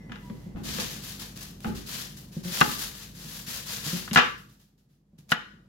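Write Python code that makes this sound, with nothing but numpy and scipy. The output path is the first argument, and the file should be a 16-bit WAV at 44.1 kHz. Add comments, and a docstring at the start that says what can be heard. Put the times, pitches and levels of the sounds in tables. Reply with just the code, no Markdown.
"""A large knife is worked through a hard cassava root on a cutting board in a small kitchen.
The blade, still ringing faintly, wedges into the flesh: countless cells burst in a dense tearing hiss
and fibres snap, while stick-slip friction of the rocking root makes the board thump. Three times the
knife breaks through and its impact excites the board's modes, once with a clatter. Mains hum and
a fan lie behind; they and the reverberation are ducked after the clatter, as by a noise suppressor."""
import sys
import numpy as np
from scipy import signal
from scipy.fft import rfft, irfft, next_fast_len
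from scipy.io import wavfile

SR = 44100
rng = np.random.default_rng(int(sys.argv[2]) if len(sys.argv) > 2 else 0)


def unload_wav(signal):
    """Save mono or channel-first audio to the path in sys.argv[1] as 16-bit WAV at rate SR, clipped to [-1, 1]."""
    wavfile.write(
        sys.argv[1],
        SR,
        np.round(np.clip(np.atleast_2d(signal).T, -1, 1) * 32767).astype(np.int16),
    )


N = 250796
TIME = np.arange(N) / SR

# Levels are relative within each table.
# likeness of left and right noise: (frequency [Hz], correlation [1])
COHERENCE = [(30, 0.9), (170, 1), (300, 0.87), (600, 0.044), (2000, 0.037), (15000, .05)]
# a mode at two listening points: (frequency [Hz], left minus right [dB], right lag [rad])
MODE_STEREO = [(300, -10.5, .5), (496, 1, 0.69), (936, 2.5, 2.88), (1455, 1.5, 1.2), (2040, 2, 1.5),
               (4000, 7, 1.2)]
# reverberation time of the kitchen: (frequency [Hz], t60 [s])
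ROOM_T60 = [(100, 0.96), (340, 0.52), (680, 0.2251), (1400, .52), (2800, 0.44), (5500, 0.56), (11000, 0.7)]
# colour of its reflections: (frequency [Hz], level [dB])
ROOM_SPECTRUM = [(60, -27.5), (200, -11), (400, 10), (700, 3.5), (1400, -4.5), (2800, -1.5), (5500, -6),
                 (11000, -12)]
# reverberation, appliance and faint steady hiss, ducked after the clatter as by a noise suppressor:
# (time [s], level [dB])
AMBIENCE = [(0, -1.5), (.7, -0.5), (3, -5.5), (4.2, -3.5), (4.4, -10.5), (4.7, -20.5), (5.05, -22.5),
            (5.35, -12.5), (5.68, -13.5)]
# mains harmonics: (frequency [Hz], level [dB])
HUM_PARTIALS = [(49.8, -54), (100, -68), (150, -59.5), (201, -52.5)]
# rush of the fan: (frequency [Hz], spectral density [dB])
FAN_SPECTRUM = [(25, -30), (50, -6), (80, -4), (120, 3.5), (170, 4.5), (240, -4), (330, -9), (600, -17.5),
                (1500, -30), (5000, -40), (9000, -43), (15000, -59)]

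# modes of the free steel: (frequency [Hz], level [dB], t60 [s])
BLADE_MODES = [(1720, -70, 1.5), (1976, -64, 2.8), (2089, -65, 3.8), (5620, -76, 0.7)]
# light rubs, and the hiss dying away in the room after the clatter: (time [s], length [s], level [dB])
FAINT_HISSES = [(0.108, 0.35, -63), (.21, 0.075, -61.5), (.56, 0.062, -63), (4.2, 0.092, -55.5),
                (4.374, 0.022, -56.5), (4.478, .055, -63), (4.592, 0.025, -63.5), (4.775, 0.02, -73),
                (4.882, 0.066, -76.5), (5.179, 0.015, -66.5)]
# the root rocks on the board: (time [s], level [dB], length [s], slip rate [1/s])
ROOT_ROCKS = [(0.1, -33.5, .004, 200), (0.301, -33, 0.024, 197), (.464, -39, 0.022, 181),
              (.548, -41.5, 0.056, 185), (.68, -37.5, .011, 132), (.787, -33, 0.04, 200),
              (1.653, -28.5, 0.023, 204), (1.696, -28, 0.021, 198), (2.367, -27.5, 0.012, 181),
              (2.452, -30.5, 0.057, 181), (2.678, -30, 0.0071, 163), (3.249, -40.5, .014, 158),
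              (3.863, -33.5, .024, 150), (3.93, -26.5, 0.035, 181), (4.114, -26, 0.021, 198),
              (5.132, -51, .015, 193), (5.187, -48, .012, 150), (5.534, -48, 0.018, 188)]
# modes of the board on the worktop: (frequency [Hz], level [dB], t60 [s])
WORKTOP_MODES = [(119.6, -14.5, 0.017), (163.3, 4.5, 0.074), (220, -6.5, 0.19), (234.5, -8.5, 0.12),
                 (316, -16, 0.059), (485.5, -10, 0.067)]
# shoves that shake the worktop: (time [s], level [dB], decay time [s])
WORKTOP_SHOVES = [(.55, -37, .13), (1.675, -33, 0.081), (2.62, -49.5, 0.29)]
# its shudder: (frequency [Hz], spectral density [dB])
SHUDDER_SPECTRUM = [(25, -8.5), (55, 11.5), (100, 0), (160, 3), (280, -0.5), (450, -15), (900, -23.5),
                    (3000, -70)]

# steel on the board: (time [s], level [dB], contact cut-off [Hz], most excited pitch [Hz], room feed [dB])
BOARD_KNOCKS = [(.096, -36.5, 1930, 950, 2.5), (.119, -25.5, 4500, 1860, -2.5),
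                (.157, -30.5, 4500, 1870, -11), (.298, -32, 2500, 452, -5), (.56, -35.5, 2000, 1050, 5.5),
                (.785, -19, 2500, 480, -8), (1.645, -17.5, 1190, 910, 1.5), (2.6122, 4, 2490, 1250, -8.5),
                (2.6188, -7.5, 1988, 430, -4.5), (4.078, -24.5, 2520, 1581, -7.5),
                (4.111, -22, 6000, 3350, -2), (4.1596, 1.5, 3200, 1510, -1), (5.3194, -2, 4000, 1580, 0.5)]
# board and blade together: (frequency [Hz], level [dB], t60 before RING_FACTOR [s])
BOARD_MODES = [(340, -18.5, .07), (504, -12.5, 0.061), (846, -15, 0.088), (1047, -7, 0.016),
               (1165, -17, 0.065), (1325, -20.5, 0.094), (1445, -8, 0.032), (1641, -16.5, .055),
               (1708, -23.5, 0.072), (1750, -26, 0.12), (1887, -21, 0.063), (1957, -17.5, .045),
               (2320, -24.5, .03), (2370, -22, 0.026), (2829, -13.5, 0.045), (2933, -16.5, .035),
               (3284, -25, .025), (3670, -19, 0.05)]
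# crack of the contact itself: (frequency [Hz], spectral density [dB])
CRACK_SPECTRUM = [(300, -23.5), (650, -19), (1100, 6.5), (1700, 5), (2250, -1.5), (2900, 2), (7000, -10),
                  (8500, -20.5), (12000, -12), (15500, -21)]
RING_FACTOR = .8
CLATTER_S, CLATTER_DB = 4.1715, 1.5   # first touch of the clatter

# bundles of fibres give way: (peak time [s], level [dB], swell time [s], decay time [s])
FIBRE_SPLITS = [(0.801, -28, 0.0031, 0.018), (1.222, -39.5, .004, .012), (1.374, -40.5, .001, 0.0065),
                (1.605, -45.5, .001, 0.006), (2.448, -40, .001, 0.0082), (2.611, -22, 0.01, 0.0033),
                (4.1331, -25.5, 0.0013, 0.013), (4.149, -24, .003, 0.0054), (5.187, -57, 0.00081, 0.016),
                (5.293, -47.5, .001, .01), (5.319, -29, 0.007, 0.0094)]
# colour of their snaps: (frequency [Hz], spectral density [dB])
SNAP_SPECTRUM = [(800, -2), (2000, -4.5), (4000, -0.5), (7000, -4), (8700, -10.5), (11000, -4.5),
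                 (15500, -14.5)]
# hiss of the flesh: (frequency [Hz], spectral density [dB])
FLESH_SPECTRUM = [(260, -30), (450, -3), (745, -10), (876, -6.5), (1540, -3), (1730, -0.5), (2260, -5.5),
                  (2950, -1), (4470, 0), (6970, -2.5), (8700, -9), (10900, -4), (13400, -4), (15500, -8)]
# pushes that drive the blade deeper: (time [s], length [s], level [dB], juicy treble [dB])
KNIFE_PUSHES = [(0.633, 0.2, -39, -5.5), (0.814, .14, -44.5, -2), (1.013, 0.1, -46, 1),
                (1.191, 0.028, -44.5, -1), (1.356, .03, -51, -1.5), (1.403, 0.022, -47, 1),
                (1.613, 0.083, -55, 1), (1.746, 0.029, -47.5, -3), (1.858, .16, -42, -1.5),
                (2.167, 0.012, -53, 3), (2.315, 0.063, -55, -2.5), (2.429, 0.15, -44, -0.5),
                (2.492, 0.15, -36.5, -2), (2.644, 0.093, -39, 1), (2.776, 0.059, -38.5, 1),
                (2.917, 0.12, -49, -1.5), (3.132, 0.26, -49, -1), (3.256, 0.14, -47, 1.5),
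                (3.462, 0.11, -39.5, -0.5), (3.654, 0.11, -40, -1), (3.82, 0.15, -38, -2.5),
                (4, 0.056, -48, -1.5)]


def from_db(db):
    """Amplitude grows tenfold for every 20 dB."""
    return 10 ** (np.asarray(db) / 20)


def ambience_db():
    """The ambient level moves linearly between its set points."""
    return np.interp(TIME, *np.transpose(AMBIENCE))


def at_hz(points, hz):
    """A spectrum is interpolated on a logarithmic frequency axis."""
    frequencies, values = np.transpose(points)
    return np.interp(np.log(np.maximum(hz, 1)), np.log(frequencies), values)


def panned(x, db):
    """A level difference between the channels leans a sound to the left."""
    return x * from_db(np.array([[.5], [-.5]]) * db)


def soften(x, hz, kind="low", order=2):
    """A Butterworth filter attenuates one side of its cut-off."""
    return signal.sosfilt(signal.butter(order, min(hz, .45 * SR), kind, fs=SR, output="sos"), x)


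def add(out, s, sound):
    """Superposition: a sound joins the mix at time s."""
    start = max(0, round(s * SR))
    out[:, start:start + sound.shape[-1]] += sound[..., :max(0, N - start)]


def flicker(per_s):
    """Random modulation of spread about 1 glides to a new value per_s times a second."""
    steps = rng.standard_normal(2048)
    return np.interp(TIME * per_s, np.arange(len(steps)), steps)


def coloured(white, spectrum):
    """Partial coherence: two noises become a shaped stereo pair of unit power, alike only in the bass."""
    size = white.shape[-1]
    hz = np.arange(size // 2 + 1) * SR / size
    alike = np.clip(at_hz(COHERENCE, hz), -1, 1)
    mid, side = rfft(white) * from_db(at_hz(spectrum, hz))
    pair = irfft(np.sqrt(1 + alike) * mid + np.sqrt(1 - alike) * side * [[1], [-1]], size)
    return pair / np.sqrt(np.mean(pair ** 2) + 1e-20)


def noise(spectrum, grain_db=0):
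    """Coloured noise turns grainy as the sizes of its tiny impulses spread by grain_db."""
    size = next_fast_len(N, True)
    grain = np.repeat(rng.standard_normal(size // 16 + 1), 16)[:size]
    white = rng.standard_normal((2, size)) * from_db(grain_db * np.minimum(grain, 3))
    return coloured(white, spectrum)[:, :N]


def stroke(s, length, db, grip_share=.34, ease_db_per_s=3, release_db_per_s=135.5):
    """A stroke's envelope rises as it grips, eases while held, then decays exponentially."""
    age = np.maximum(TIME - s, 0)
    grip = np.sqrt(np.minimum(age / (grip_share * length), 1))
    return grip * from_db(db - ease_db_per_s * age - release_db_per_s * np.maximum(age - length, 0))


def struck_mode(t, hz, t60, rise_s=0.00045):
    """A damped oscillation swells, decays and arrives a little later on the right."""
    stereo = np.array(MODE_STEREO)
    lean_db, lag = at_hz(stereo[:, [0, 1]], hz), at_hz(stereo[:, [0, 2]], hz)
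    age = np.maximum(t - np.array([[0], [lag]]) / (2 * np.pi * hz), 0)
    envelope = (1 - np.exp(-age / rise_s)) * from_db(-60 * age / t60)
    return panned(envelope * np.cos(2 * np.pi * hz * age), lean_db)


def appliance():
    """Harmonics of the mains hum over the broadband rush of a fan."""
    hum = sum(np.sqrt(2) * from_db(db) * np.sin(2 * np.pi * (hz * TIME + rng.random()))
              for hz, db in HUM_PARTIALS)
    return hum + from_db(-46.0) * noise(FAN_SPECTRUM)


def kitchen(x, first_echo_s=0.005, build_s=0.00097):
    """Reverberation: diffuse reflections build up, then decay at each octave's own rate."""
    t = np.arange(int(.7 * SR)) / SR
    edges = 60 * 2.0 ** np.arange(9)
    tail = 0
    for low, high in zip(edges, edges[1:]):
        hz = np.sqrt(low * high)
        octave = signal.butter(3, [low, high], "band", fs=SR, output="sos")
        band = signal.sosfilt(octave, rng.standard_normal((2, len(t))))
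        tail = tail + band * from_db(at_hz(ROOM_SPECTRUM, hz) - 60 * t / at_hz(ROOM_T60, hz))
    onset = np.clip((t - first_echo_s) / build_s, 0, 1)
    return signal.fftconvolve(x, tail * onset * from_db(-26.5), axes=-1)[:, :N]


def blade_ring(contact_s=.58, damping_s=.03):
    """Free vibration: the lifted blade sings on until contact with the root damps it."""
    steel = sum(from_db(db + 2.5 * flicker(70)) * struck_mode(TIME, hz, t60)
                for hz, db, t60 in BLADE_MODES)
    return steel * np.exp(-np.maximum(TIME - contact_s, 0) / damping_s)


def thin_tone(centre_hz=976):
    """A faint, brief tone wavers by random frequency modulation."""
    hz = centre_hz + 7 * flicker(70)
    return stroke(s=.22, length=0.075, db=-58.5) * np.sin(2 * np.pi * np.cumsum(hz) / SR)


def faint_hiss():
    """Light sliding friction, and the hiss dying in the room after the clatter, rise above a noise floor."""
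    floor = from_db(-73 + .75 * ambience_db())
    swells = np.max([stroke(*row) for row in FAINT_HISSES], axis=0)
    return noise(FLESH_SPECTRUM, grain_db=1.5) * np.maximum(floor, swells)


def shudder():
    """Each shove sets off a low random vibration of the worktop that decays exponentially."""
    envelope = sum(from_db(db) * (TIME >= s) * np.exp(-np.maximum(TIME - s, 0) / decay_s)
                   for s, db, decay_s in WORKTOP_SHOVES)
    return soften(noise(SHUDDER_SPECTRUM) * envelope, 900)


def thumps(force, creep_per_s=30, creep_db=-4, knock_db=-22.5, contact_hz=400, radiation_hz=105):
    """Stick-slip of the root, and the knocks, drive the low modes of the board on the worktop."""
    impulses = (rng.random(N) < creep_per_s / SR) * force * from_db(creep_db)   # small random slips
    for s, db, length, per_s in ROOT_ROCKS:
        ages = np.arange(0, length, 1 / per_s)
        impulses[np.round((s + ages) * SR).astype(int)] += from_db(db) * (1 - .5 * ages / length)
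    for s, db, *_ in [*BOARD_KNOCKS, (CLATTER_S, CLATTER_DB)]:
        impulses[round(s * SR)] += from_db(db + knock_db)
    t = np.arange(SR // 4) / SR
    boom = sum(from_db(db - 60 * t / t60) * np.sin(2 * np.pi * hz * t) for hz, db, t60 in WORKTOP_MODES)
    groan = soften(signal.fftconvolve(impulses, boom)[:N], contact_hz)
    groan = soften(groan, radiation_hz, "high")   # a small board radiates little deep bass
    return panned(groan, -.5) * from_db(-3.5)


def rebounds(touches=3, gap_s=.0027, spread=.15):
    """Inelastic impact: in each knock the edge bounces at uneven gaps, weaker every time."""
    rows = []
    for s, db, *contact in BOARD_KNOCKS:
        gaps = gap_s * (1 + spread * rng.uniform(-1, 1, touches))
        loss_db = 9 - .2 * db   # lighter knocks lose more
        rows += [(s + gaps[:k].sum(), db - k * loss_db, *contact) for k in range(touches)]
    return rows


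def clatter(touches=5, gap_s=.0052, loss_db=2.17, contact_hz=3200, tip_hz=2500, heel_hz=1250):
    """Damped rocking: tip and heel strike in turn, each exciting its own pitch most."""
    room_db = 0.5
    return [(CLATTER_S + k * gap_s, CLATTER_DB - k * loss_db, contact_hz,
             heel_hz if k % 2 else tip_hz, room_db) for k in range(touches)]


def knocks(focus_db=9.0, crack_db=-15.0, crack_s=0.005, bass_share=.36, detune=0.011):
    """Impacts crack and ring the board's modes, weighted by where they land: direct sound, room feed."""
    direct, feed = np.zeros((2, 2, N))
    t = np.arange(SR // 4) / SR
    for s, db, contact_hz, favoured_hz, room_db in rebounds() + clatter():
        crack = coloured(rng.standard_normal((2, len(t))), CRACK_SPECTRUM)
        blow = panned(crack, 3.1) * from_db(crack_db) * np.exp(-t / crack_s)
        for hz, mode_db, t60 in BOARD_MODES:
            octaves_off = min(abs(np.log2(hz / favoured_hz)), 1.7)
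            detuned_hz = hz * (1 + detune * rng.standard_normal())   # so repeats sound less tonal
            ring = struck_mode(t, detuned_hz, t60 * RING_FACTOR)
            blow += from_db(mode_db - focus_db * octaves_off) * ring
        blow = soften(blow, bass_share * favoured_hz, "high")   # a high blow barely bends the board
        blow = soften(blow, contact_hz, order=1) * from_db(db + 3.5)
        add(direct, s, blow)
        add(feed, s, blow * from_db(room_db))
    return direct, feed


def effort():
    """The strongest push sets the driving force on the blade and the fizz of the juicy flesh."""
    force, juice = np.zeros((2, N))
    for s, length, db, treble_db in KNIFE_PUSHES:
        push = stroke(s, length, db)
        force = np.maximum(force, push)
        juice = np.maximum(juice, push * from_db(treble_db))
    return force, juice


def splitting(force, fibres_per_s=76, fibre_db=2, fibre_decay_s=0.0012):
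    """Brittle fracture: fibre bundles fail in runs that swell to a snap; single fibres tick under load."""
    snaps = soften(noise(SNAP_SPECTRUM, grain_db=6.0), 640, "high")
    runs = sum(from_db(db) * np.exp(-np.maximum((s - TIME) / swell_s, (TIME - s) / decay_s))
               for s, db, swell_s, decay_s in FIBRE_SPLITS)
    breaks = (rng.random(N) < fibres_per_s / SR) * force * from_db(fibre_db)
    ticks = signal.lfilter([1], [1, -np.exp(-1 / (fibre_decay_s * SR))], breaks + 1e-18)
    return panned(snaps * (runs * from_db(-0.5) + ticks), .8)


def tearing(force, juice):
    """Cells bursting along the wedge sum incoherently to a hiss; juicier stretches fizz higher."""
    cells = soften(noise(FLESH_SPECTRUM, grain_db=1.5), 420, "high")
    fizz = panned(soften(cells, 8740, "high") * juice, db=1.5)
    body = panned(soften(cells, 6900) * force, db=5)
    catching_db = 1.2 * flicker(130) + 0.31 * flicker(30)   # the wedge advances unevenly
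    return (body - fizz) * from_db(catching_db + 3.0)


def scene():
    """The direct sound of knife, root and board adds to the diffuse field of the kitchen."""
    knock_direct, knock_feed = knocks()
    force, juice = effort()
    near = tearing(force, juice) + splitting(force) + faint_hiss()
    near += thumps(force) + shudder() + blade_ring() + thin_tone()
    far = kitchen(knock_feed + from_db(-5.5) * near) + appliance()
    return near + knock_direct + far * from_db(ambience_db())


def record(dry, cutoff_hz=15800):
    """Soft saturation rounds the loudest peaks; a steep low-pass cuts the top."""
    rounded = 1.302 * np.tanh(dry / 1.101)
    return signal.sosfilt(signal.ellip(10, .1, 80, cutoff_hz, fs=SR, output="sos"), rounded)


dry = scene()
out = record(dry)
unload_wav(out)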